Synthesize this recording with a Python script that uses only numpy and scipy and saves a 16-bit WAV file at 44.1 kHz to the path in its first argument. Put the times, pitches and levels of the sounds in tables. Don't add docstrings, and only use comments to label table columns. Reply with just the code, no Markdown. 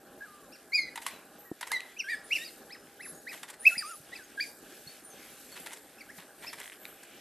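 import sys
import numpy as np
from scipy import signal
from scipy.fft import rfft, irfft, next_fast_len
from scipy.io import wavfile
from scipy.ndimage import uniform_filter1d, minimum_filter1d, map_coordinates

SR = 44100
rng = np.random.default_rng(int(sys.argv[2]) if len(sys.argv) > 2 else 0)


def invert_db(level):
    return 10 ** (np.asarray(level, dtype=float) / 20)


def store_pcm(level_fs):
    pcm = np.round(np.clip(level_fs, -1, 1) * 32767).astype(np.int16)
    wavfile.write(sys.argv[1], SR, np.atleast_2d(pcm).T)


N = 317828


def unit(x):
    return x / np.sqrt(np.mean(x ** 2) + 1e-20)


def along(points, hz):
    f, v = np.transpose(points)
    return np.interp(np.log(hz + 1), np.log(f + 1), v)


def wobble(n, rate):
    knots = rng.standard_normal(int(n * rate / SR) + 4)
    return map_coordinates(knots, [np.arange(n) * rate / SR])


def filtered(x, response):
    m = next_fast_len(x.shape[-1] + 8192)
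    spectrum = rfft(x, m) * response(np.fft.rfftfreq(m, 1 / SR))
    return irfft(spectrum, m)[..., :x.shape[-1]]


def modes(table):
    def response(f):
        total = 0
        for k, (centre, width, db) in enumerate(table):
            total = total + (-1) ** k * invert_db(db) * 1j * f * width / (centre * centre - f * f + 1j * f * width)
        return total
    return response


def add(out, s, x):
    out[round(s * SR):][:len(x)] += x[:N - round(s * SR)]


def rush(spectrum, patchy_db, grit_db):
    gritty = rng.standard_normal(N) * invert_db(grit_db * wobble(N, 300))
    z = signal.stft(gritty, nperseg=512)[2]
    field = uniform_filter1d(rng.standard_normal(z.shape), 8, 0)
    field = uniform_filter1d(field, 14, 1)
    patchy = signal.istft(z * invert_db(patchy_db * unit(field)), nperseg=512)[1][:N]
    points = [(1, -120)] + list(spectrum) + [(22000, -120)]
    return unit(filtered(patchy, lambda hz: invert_db(along(points, hz))))


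def arched(t, s, v):
    step = np.diff(v) / np.diff(s)
    inner = np.where(step[1:] * step[:-1] > 0, (step[1:] + step[:-1]) / 2, 0)
    slope = np.r_[step[0], inner, step[-1]]
    i = np.clip(np.searchsorted(s, t) - 1, 0, len(s) - 2)
    h = s[i + 1] - s[i]
    u = np.clip((t - s[i]) / h, 0, 1)
    ease = u * u * (3 - 2 * u)
    bend = h * u * (1 - u) * ((1 - u) * slope[i] - u * slope[i + 1])
    return v[i] + (v[i + 1] - v[i]) * ease + bend


def pitch_lines():
    # (time of the top [s], top pitch [Hz], length [s], level [dB], mouth opening [dB])
    twitters = [(0.541, 2824, 0.0496, -56.5, 6.5), (2.733, 2580, 0.083, -50, 5.5),
                (3.036, 2684, 0.095, -47.5, -6), (3.301, 2585, 0.0811, -43.5, -5),
                (6.483, 2706, 0.041, -44, 6)]
    # (pitch [Hz], level [dB])
    level_by_pitch = [(1300, -4), (1650, -3), (1950, 3.5), (2120, 1.5), (2290, -7), (2480, -1.5), (2700, 0)]
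    # (time [s], pitch [Hz], level [dB])
    whines = [(-22, -45.5, [(0.205, 1650, -55), (0.215, 1643, -44), (0.242, 1680, -46), (0.275, 1283, -58),
              (0.31, 1217, -59.5), (0.42, 1166, -64), (0.49, 1000, -69)]), (-3, -40, [(2.04, 1560, -46),
              (2.07, 1595, -48), (2.09, 1766, -37.5), (2.11, 1930, -36.5), (2.14, 1720, -33.5),
              (2.17, 1715, -56)]), (-7.5, -21.5, [(2.085, 2104, -40), (2.105, 2395, -40.5),
              (2.15, 2170, -44.5)]), (13, -12, [(2.382, 1784, -48.5), (2.41, 1824, -48),
              (2.444, 1930, -51)]), (10.5, -2.5, [(3.777, 2470, -56), (3.782, 2480, -45.5),
              (3.795, 2397, -41), (3.803, 2170, -54)]), (14, -14, [(2.443, 2200, -58), (2.46, 2480, -60),
              (2.475, 2335, -59.5), (2.49, 2110, -55), (2.5, 2050, -64)]), (-15, -11, [(6.085, 1540, -64),
              (6.103, 1770, -48), (6.118, 2340, -61)])]
    # (time [s], pitch [Hz], level [dB], mouth opening [dB])
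    yelps = [
        (-1, -20.5, -1, [(.718, 2100, -50, -8), (.727, 2107, -39.5, -5), (.734, 2243, -28, -10), (.741, 2342, -30, 0), (.757, 2477, -25, 2), (.775, 2297, -31, -2.5), (.794, 2160, -24, -8), (.81, 2116, -40.5, 6), (.895, 1987, -47.5, 0.5)]),
        (-5.5, -25, 0.5, [(1.705, 1597, -52, -7), (1.72, 1794, -36.5, -11), (1.735, 2105, -32.5, -2), (1.77, 1943, -34, 5), (1.79, 1950, -58, 2)]),
        (-30, -42, -6, [(3.62, 1760, -62.5, -7), (3.648, 1995, -51, -6), (3.654, 2190, -26.5, 9), (3.659, 2430, -16.5, 7), (3.663, 2500, -27.5, 7), (3.667, 2593, -11, -2), (3.677, 2614, -10.5, -2), (3.684, 2500, -17.5, 9), (3.688, 2380, -43.5, 12)]),
        (-4, -17, 1.5, [(3.688, 2365, -44.5, 7), (3.7, 1950, -41.5, 2), (3.712, 1497, -49.5, -8), (3.73, 1385, -45, 9), (3.748, 1550, -53, -8), (3.76, 2010, -39.5, -10), (3.776, 2400, -54, -5)]),
        (-2, -14, -3, [(3.803, 2100, -56, -8), (3.812, 1864, -38.5, -14), (3.822, 1710, -44, -9), (3.829, 1332, -47, -5), (3.86, 1235, -47, -1), (3.885, 1310, -48, 0), (3.906, 1402, -48, 1.5), (3.93, 1290, -48.5, -3), (3.957, 1160, -53, -12)]),
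        (-1, -28, -2, [(4.372, 1650, -60, -23), (4.378, 1610, -38, -19), (4.394, 1630, -37.5, -9), (4.401, 1705, -32.5, 7), (4.405, 2190, -38.5, 10), (4.411, 2330, -34.5, 4.5), (4.424, 2490, -36.5, -6), (4.442, 2220, -40, -1), (4.46, 1980, -56, 6)]),
             (-7, -25, -4.5, [(1.962, 2290, -58, -12), (1.975, 2550, -44, -15), (1.99, 3020, -46, 2),
               (2.003, 2756, -26.5, 4.5), (2.015, 2364, -37.5, -5), (2.035, 2000, -63, 8)]),
               (-15, -19, 2, [(2.302, 1850, -59, -12), (2.311, 2184, -36, -1), (2.319, 2500, -28, -5),
               (2.333, 2848, -20, 0), (2.339, 2953, -32, 0), (2.348, 2853, -32, -3), (2.358, 2640, -26, 2),
               (2.366, 2400, -32, 8), (2.378, 1950, -46, 3)]), (-4, -25, -1, [(4.118, 1755, -61, 0),
               (4.128, 1904, -50, 0), (4.137, 1995, -43, 1), (4.147, 2360, -57, 3), (4.157, 2580, -41, -8),
               (4.17, 2316, -49, 4), (4.184, 1944, -57, 14), (4.198, 1680, -52.5, -12),
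               (4.238, 1450, -60, -12)]), (-7, -30, 0.5, [(5.982, 2500, -54, 0), (6.002, 2780, -56.5, 3),
               (6.011, 2335, -49.5, -2), (6.018, 2120, -45, -3), (6.024, 1980, -61.5, 0)])]

    rise_share, round_top_s = 0.47, 0.0085
    for top_s, top_hz, length, db, mouth_db in twitters:
        u = np.arange(-rise_share * length, (1 - rise_share) * length, 1 / SR)
        sweep = np.where(u < 0, 36000, 48000)
        hz = top_hz - sweep * (np.hypot(u, round_top_s) - round_top_s)
        fade_db = 11 * np.linspace(-1, 1, len(u)) ** 4
        tiring_db = 87 * u
        level_db = db - fade_db - tiring_db + along(level_by_pitch, hz)
        yield top_s + u, hz, level_db, mouth_db, -21 + 0.568 * mouth_db, 0

    still = [(second_db, upper_db, 0, np.pad(rows, ((0, 0), (0, 1)))) for second_db, upper_db, rows in whines]
    for second_db, upper_db, echo_db, rows in still + yelps:
        s, pitch, db, mouth = np.transpose(rows)
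        t = np.arange(round(s[0] * SR), round(s[-1] * SR)) / SR
        level_db = uniform_filter1d(np.interp(t, s, db), 120, mode="nearest")
        mouth_db = np.interp(t, s, mouth)
        yield t, arched(t, s, pitch), level_db, second_db + mouth_db, upper_db + mouth_db, echo_db


def chirps():
    # (frequency [Hz], level [dB])
    mouth = [(1200, 3), (1900, 2.5), (2300, -0.5), (2650, -1), (3000, -5)]
    # (frequency [Hz], level [dB])
    second = [(2400, -8.5), (2900, -5.5), (3450, -16), (3950, -8), (4350, -3.5), (4850, 1.2), (5400, -4),
              (6200, 2.5)]
    # (frequency [Hz], level [dB])
    throat = [(3500, -24), (4300, -12), (5300, 1), (7300, -2.5), (9000, -27), (11000, -23), (14000, -38)]
    # (frequency [Hz], density [dB per Hz])
    breath_colour = [(1500, -27), (2500, -3), (5000, 10), (9000, -15.5), (13000, 3.5)]

    out, toward_bank, effort = np.zeros((3, N))
    for t, hz, level_db, second_db, upper_db, echo_db in pitch_lines():
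        n = len(t)
        weak = np.clip((-27.5 - level_db) / 12, 0, 1)
        level_db = level_db - 2 * weak * np.abs(wobble(n, 73.77)) ** 1.79
        first_db = level_db + along(mouth, hz)
        second_db = level_db + second_db + along(second, 2 * hz)
        cycles = np.cumsum(hz * (1 + 0.01037 * wobble(n, 401.0))) / SR
        glide = np.abs(np.gradient(hz) * SR)
        upper_db = level_db + upper_db - 0.00016 * glide
        levels = [first_db, second_db - 5e-5 * glide]
        levels += [upper_db + along(throat, k * hz) for k in range(3, 6)]
        voice = np.zeros(n)
        for k, db in enumerate(levels):
            flutter_db = (0.7 + 1.4 * weak + 1.0 * k) * wobble(n, 223)
            waver_db = 1.1 * k * wobble(n, 80.7)
            voice += invert_db(db + flutter_db + waver_db) * np.sin(2 * np.pi * (k + 1) * cycles)
        edge = np.clip(np.minimum(t - t[0], t[-1] - t) / 0.0028, 0, 1)
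        add(out, t[0], np.sqrt(2) * edge * voice)
        add(toward_bank, t[0], invert_db(echo_db) * np.sqrt(2) * edge * voice)
        add(effort, t[0], edge * (invert_db(first_db) + invert_db(second_db)))
    breath = invert_db(-30) * effort * rush(breath_colour, patchy_db=4, grit_db=4)
    return out + breath, toward_bank + breath


def whistles():
    # (start [s], length [s], first pitch [Hz], last pitch [Hz], rms [dB])
    thin = [(1.109, 0.08, 4223, 3800, -61), (1.444, 0.13, 1950, 1720, -60.5), (2.079, 0.1, 8720, 8530, -56),
            (2.144, 0.063, 4983, 5200, -58), (2.384, .036, 7240, 7270, -53),
            (4.236, .016, 6550, 6500, -57.5), (3.045, 0.075, 10980, 11060, -44.5),
            (3.135, 0.075, 6620, 6770, -58.5), (4.869, 0.042, 4290, 4530, -48.5),
            (5.098, 0.0477, 6420, 6150, -55), (5.518, 0.038, 4463, 4300, -53)]
    hoarse = [(.735, 0.1, 10700, 10440, -54.5), (1.373, 0.148, 12440, 12130, -58),
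              (2.232, 0.074, 9500, 9700, -56.5), (2.99, 0.2, 10300, 9309, -56.5),
              (3.583, 0.16, 9140, 11300, -49), (3.703, 0.0655, 10100, 10060, -49.5),
              (3.778, 0.024, 10490, 8250, -37), (3.838, 0.16, 9220, 10530, -49),
              (5.033, 0.095, 9370, 9400, -53.5), (6.78, 0.212, 12300, 11700, -58)]

    out = np.zeros(N)
    for calls, blur_hz in [(thin, 58.4), (hoarse, 1000)]:
        for s, length, hz0, hz1, db in calls:
            n = round(length * SR)
            cycles = np.cumsum(np.linspace(hz0, hz1, n)) / SR
            smear = wobble(n, blur_hz) + 1j * wobble(n, blur_hz) + 150 / blur_hz
            tone = unit(np.real(smear * np.exp(2j * np.pi * cycles)))
            swell = signal.windows.tukey(n, 0.4) * invert_db(np.linspace(3, -6, n))
            add(out, s, invert_db(db) * swell * tone)
    return out


def cameras():
    # (centre [Hz], width [Hz], level [dB])
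    housing = [(920, 196, 3.5), (1950, 470, 4.5), (3800, 1560, -5)]
    # (centre [Hz], width [Hz], level [dB])
    blades = [(5100, 5100, 1.5), (8270, 1900, 10.5), (10600, 930, 10.5), (13128, 3170, 1.5)]
    # (time after the first [s], body [dB], hiss [dB], rise [s], t60 [s])
    near_cycle = [(0, -36, -37, 0.0018, 0.049), (0.0185, -31.5, -44.5, 0.001849, 0.033),
                  (.063, -43.5, -42.5, .006, 0.076), (.107, -26.5, -28.5, .0016, .032),
                  (0.1253, -44.5, -42, .011, 0.058)]
    far_cycle = [(0, -45.5, -45, 0.011, 0.052), (0.0108, -43.5, -50.5, .008, 0.036),
                 (0.099, -38.5, -38, .006, 0.053), (.157, -47, -44.5, .014, 0.049),
                 (.1678, -44, -35, .005, .035), (.206, -50.5, -48.5, .012, 0.037)]
    # (time [s], level [dB], extra hiss [dB])
    near_shots = [(0.9586, -1.5, 0.2), (1.611, -0.1, -0.36)]
    far_shots = [(3.3353, 0.9, -5.5), (5.5668, 0.5, -4.5), (6.4342, 0.3, -7)]
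    # (time [s], body [dB], hiss [dB], rise [s], t60 [s])
    stray_blows = [(5.5222, -55, -53, 0.0093, 0.097), (6.1866, -47, -66, 0.0041, 0.24),
                   (7.033, -50.5, -47, .004, 0.043)]
    # (time [s], peak [dB], ring [Hz])
    ticks = [(1.8054, -27.5, 2580), (2.8719, -46, 1800), (3.3764, -38.5, 2100), (4.399, -42, 3100),
             (4.9486, -52, 2200), (5.575, -34, 2100), (5.708, -37, 2100), (5.7693, -50, 2100),
             (6.5861, -39, 2200)]
    # (time [s], peak [dB], ring [Hz])
    dial = [(6.6076, -37, 1810), (6.6134, -33, 2000), (6.6169, -32, 2060), (6.6246, -47, 2290),
            (6.6317, -37, 2040), (6.6424, -35, 2110), (6.658, -33, 2010), (6.6777, -32, 2000),
            (6.6985, -33, 2030), (6.7203, -37, 1870), (6.7248, -36, 1840), (6.7302, -38, 2090),
            (6.7379, -43, 3190), (6.7434, -43, 1680), (6.749, -45, 1550), (6.7574, -44, 3100),
            (6.765, -50, 1480), (6.8535, -27, 2350)]

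    blows = []
    for shots, cycle in [(near_shots, near_cycle), (far_shots, far_cycle)]:
        for s, db, bright_db in shots:
            for lag, body_db, hiss_db, rise, t60 in cycle:
                blows.append((s + lag, db + body_db, db + bright_db + hiss_db, rise, t60))

    low, high, snap = np.zeros((3, N))
    t = np.arange(SR // 8) / SR
    for s, body_db, hiss_db, rise, t60 in blows + stray_blows:
        shape = np.where(t < rise, (t / rise) ** 0.5, invert_db(-60 * (t - rise) / t60))
        rattle = shape * rng.standard_normal((2, len(t))) * invert_db(2.61 * wobble(len(t), 500.4))
        rattle = rattle * np.linalg.norm(shape) / np.linalg.norm(rattle, axis=1, keepdims=True)
        add(low, s - rise, invert_db(body_db + 8.5) * rattle[0])
        add(high, s - rise, invert_db(hiss_db - 3.5) * rattle[1])

    for s, db, hz in ticks + dial:
        burst = invert_db(-60 * t / 0.004) * (1 - np.exp(-t / 0.00013)) * rng.standard_normal(len(t))
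        overtone = np.sin(2 * np.pi * (1.6 * hz * t + rng.random()))
        ring = np.sin(2 * np.pi * hz * t) + invert_db(-4.5) * overtone
        add(snap, s, invert_db(db + 2.5 - 60 * t / 0.0053) * (1 - np.exp(-t / 0.00019)) * ring)
        add(high, s, invert_db(db - 1) * burst / np.linalg.norm(burst))
    return filtered(low, modes(housing)) + filtered(high, modes(blades)) + snap


def bumps():
    # (time [s], peak [dB], pitch [Hz], t60 [s])
    knocks = [(1.515, -22, 315.5, 0.0235), (2.321, -54, 110.1, 0.15), (3.118, -50, 158, 0.14),
              (3.66, -50, 100.8, 0.12), (3.77, -41, 223.6, 0.039), (4, -44, 146, 0.034),
              (4.866, -45.5, 148.2, 0.08), (5.142, -37.5, 392, 0.019), (6.182, -47, 177, 0.11),
              (7.082, -56, 437, 0.058)]

    out, t = np.zeros(N), np.arange(SR // 5) / SR
    for s, db, hz, t60 in knocks:
        swing = np.sin(2 * np.pi * hz * t)
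        swing += 0.183 * np.sin(2 * np.pi * 2.2 * hz * t)
        swing += 0.25 * np.sin(2 * np.pi * 0.62 * hz * t)
        add(out, s, invert_db(db + 1.5 - 60 * t / t60) * swing * (1 - np.exp(-t / 0.00078)))
    return filtered(out, lambda hz: (1j * hz / (90 + 1j * hz)) ** 2)


def bank(x):
    # (frequency [Hz], t60 [s])
    decay = [(500, 0.9), (2500, 0.33), (5500, 0.402), (12000, 0.153)]

    hz, t, z = signal.stft(rng.standard_normal(SR // 2), SR, nperseg=256)
    late = invert_db(-60 * t / along(decay, hz)[:, None])
    early = invert_db(-2.5 - 60 * t / 0.078)
    tail = signal.istft(z * (late + early), SR, nperseg=256)[1]
    delayed = np.pad(x, (300, 0))
    return signal.fftconvolve(delayed, tail / np.linalg.norm(tail))[:N]


def bush():
    # (frequency [Hz], density [dB per Hz])
    hum = [(20, -32.5), (45, -14.5), (100, -15.5), (170, -7.5), (270, -1.5), (350, -1.5), (550, -5),
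           (637, -4), (715, -13.5), (800, -0.5), (890, -16.5), (1680, -6), (1940, -22), (2800, -51.5)]
    # (frequency [Hz], density [dB per Hz])
    paws = [(700, 6.5), (1000, -21.5), (1700, 3), (2600, 4), (3500, 0.5), (4500, -15.5)]
    # (frequency [Hz], density [dB per Hz])
    grass = [(2500, -27.5), (3800, -0.5), (5500, -4), (8000, -6), (10000, -37.5)]
    # (frequency [Hz], density [dB per Hz])
    fine_hiss = [(6500, -11), (8500, -4), (10500, -6), (12500, -2.5), (14000, -12)]
    # (time [s], level [dB])
    stirring = [(0, -66.5), (.3, -62.5), (1.3, -63.5), (2.7, -61.5), (3.5, -68.5), (4.2, -96), (4.7, -57.5),
                (5.15, -58), (5.45, -54.5), (5.9, -61), (7.21, -63)]
    # (time of the peak [s], paws [dB], grass over paws [dB], t60 [s])
    scuffles = [(.74, -64, -4.5, 0.53), (1.07, -46.5, -5, 0.54), (1.7, -49.5, -10, 1.1),
                (2.12, -51, -2.5, 0.36), (2.36, -49, 3, 0.85), (3.07, -66, 11.5, 2.12),
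                (3.34, -49, -0.5, 0.5), (3.681, -48.5, 2, 1.9), (4.16, -56, 0, 2.2), (4.429, -58, 8.5, 1),
                (5.6, -47.5, -5, 0.555), (6.179, -55.5, 3.5, 0.23), (6.46, -49, -3, 0.79),
                (6.64, -53, 0.5, 0.65), (6.83, -52, -7.5, 1.9)]

    t = np.arange(N) / SR
    calm = invert_db(np.interp(t, *np.transpose(stirring))) ** 2
    paws_power = calm
    grass_power = calm * invert_db(1.55) ** 2
    for s, db, over_db, t60 in scuffles:
        away = np.where(t < s, (s - t) / 0.29, (t - s) / t60)
        burst = invert_db(db - 60 * away) ** 2
        paws_power = paws_power + burst
        grass_power = grass_power + burst * invert_db(over_db) ** 2
    paws_db, grass_db = 10 * np.log10(paws_power), 10 * np.log10(grass_power)
    stir = wobble(N, 13)
    x = invert_db(-57 + 1.4 * wobble(N, 8.7)) * rush(hum, patchy_db=1.85, grit_db=1.5)
    x += invert_db(paws_db - 4.0 + 2.12 * stir) * rush(paws, patchy_db=2.2, grit_db=0.5)
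    x += invert_db(grass_db - 7.5 + 1.565 * stir) * rush(grass, patchy_db=-0.8, grit_db=1.5)
    return x + invert_db(grass_db - 2.0 + 0.233 * stir) * rush(fine_hiss, patchy_db=1.8, grit_db=1.5)


def scene():
    # (frequency [Hz], level [dB])
    bank_colour = [(1200, -12.5), (2000, -0.5), (2800, 0.5), (5000, 0.5), (9000, 3)]
    # (frequency [Hz], side minus mid [dB])
    width = [(4100, -51), (4500, -7.5), (7000, -6), (13000, 4)]

    voices, toward_bank = chirps()
    thin = whistles()
    near = cameras()
    around = bush()
    calls = filtered(toward_bank + thin, lambda hz: invert_db(along(bank_colour, hz)))
    echo = invert_db(-9.5) * bank(calls) + invert_db(-11.0) * bank(near)
    mid = voices + thin + near + echo + bumps() + around
    z = signal.stft(around + 0.081 * echo + 0.2 * near, nperseg=256)[2]
    other = signal.istft(z * np.exp(2j * np.pi * rng.random(z.shape)), nperseg=256)[1][:N]
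    side = filtered(other, lambda hz: invert_db(along(width, hz) + 7.0))
    return np.array([mid + side, mid - side])


def top_cut(x):
    return signal.sosfilt(signal.butter(12, 14060, fs=SR, output="sos"), x)


def record(dry):
    mid, side = (dry[0] + dry[1]) / 2, (dry[0] - dry[1]) / 2

    z = signal.stft(mid, nperseg=1024)[2]
    power = (np.abs(z[:-1]) ** 2).reshape(64, 8, -1).sum(axis=1)
    loudest_near = -minimum_filter1d(-power, size=5, axis=0)
    kept = power > loudest_near * invert_db(-31) ** 2
    kept[:8] = True
    mid = signal.istft(z * np.r_[kept.repeat(8, axis=0), kept[:1]], nperseg=1024)[1][:N]

    hz, t, z = signal.stft(side, SR, nperseg=1024)
    edge_hz = 8800 + 1300 * wobble(N, 2.94)[::512] + 1100 * wobble(N, 20)[::512]
    edge_hz = np.pad(edge_hz, (0, len(t)), mode="edge")[:len(t)]
    luck = rng.random((32, len(t) // 2 + 1)).repeat(2, axis=1)
    luck = luck[(hz // 700).astype(int), :len(t)]
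    chance = np.where(hz[:, None] < edge_hz, 0.8, 0.05)
    side = signal.istft(z * (luck < chance), SR, nperseg=1024)[1][:N]

    stereo = np.array([mid + side, mid - side])
    mix = filtered(stereo, lambda hz: np.where(hz < 13150, 1, invert_db(-33) * (hz < 15500)))
    return top_cut(mix)


dry = scene()
out = record(dry)
store_pcm(out)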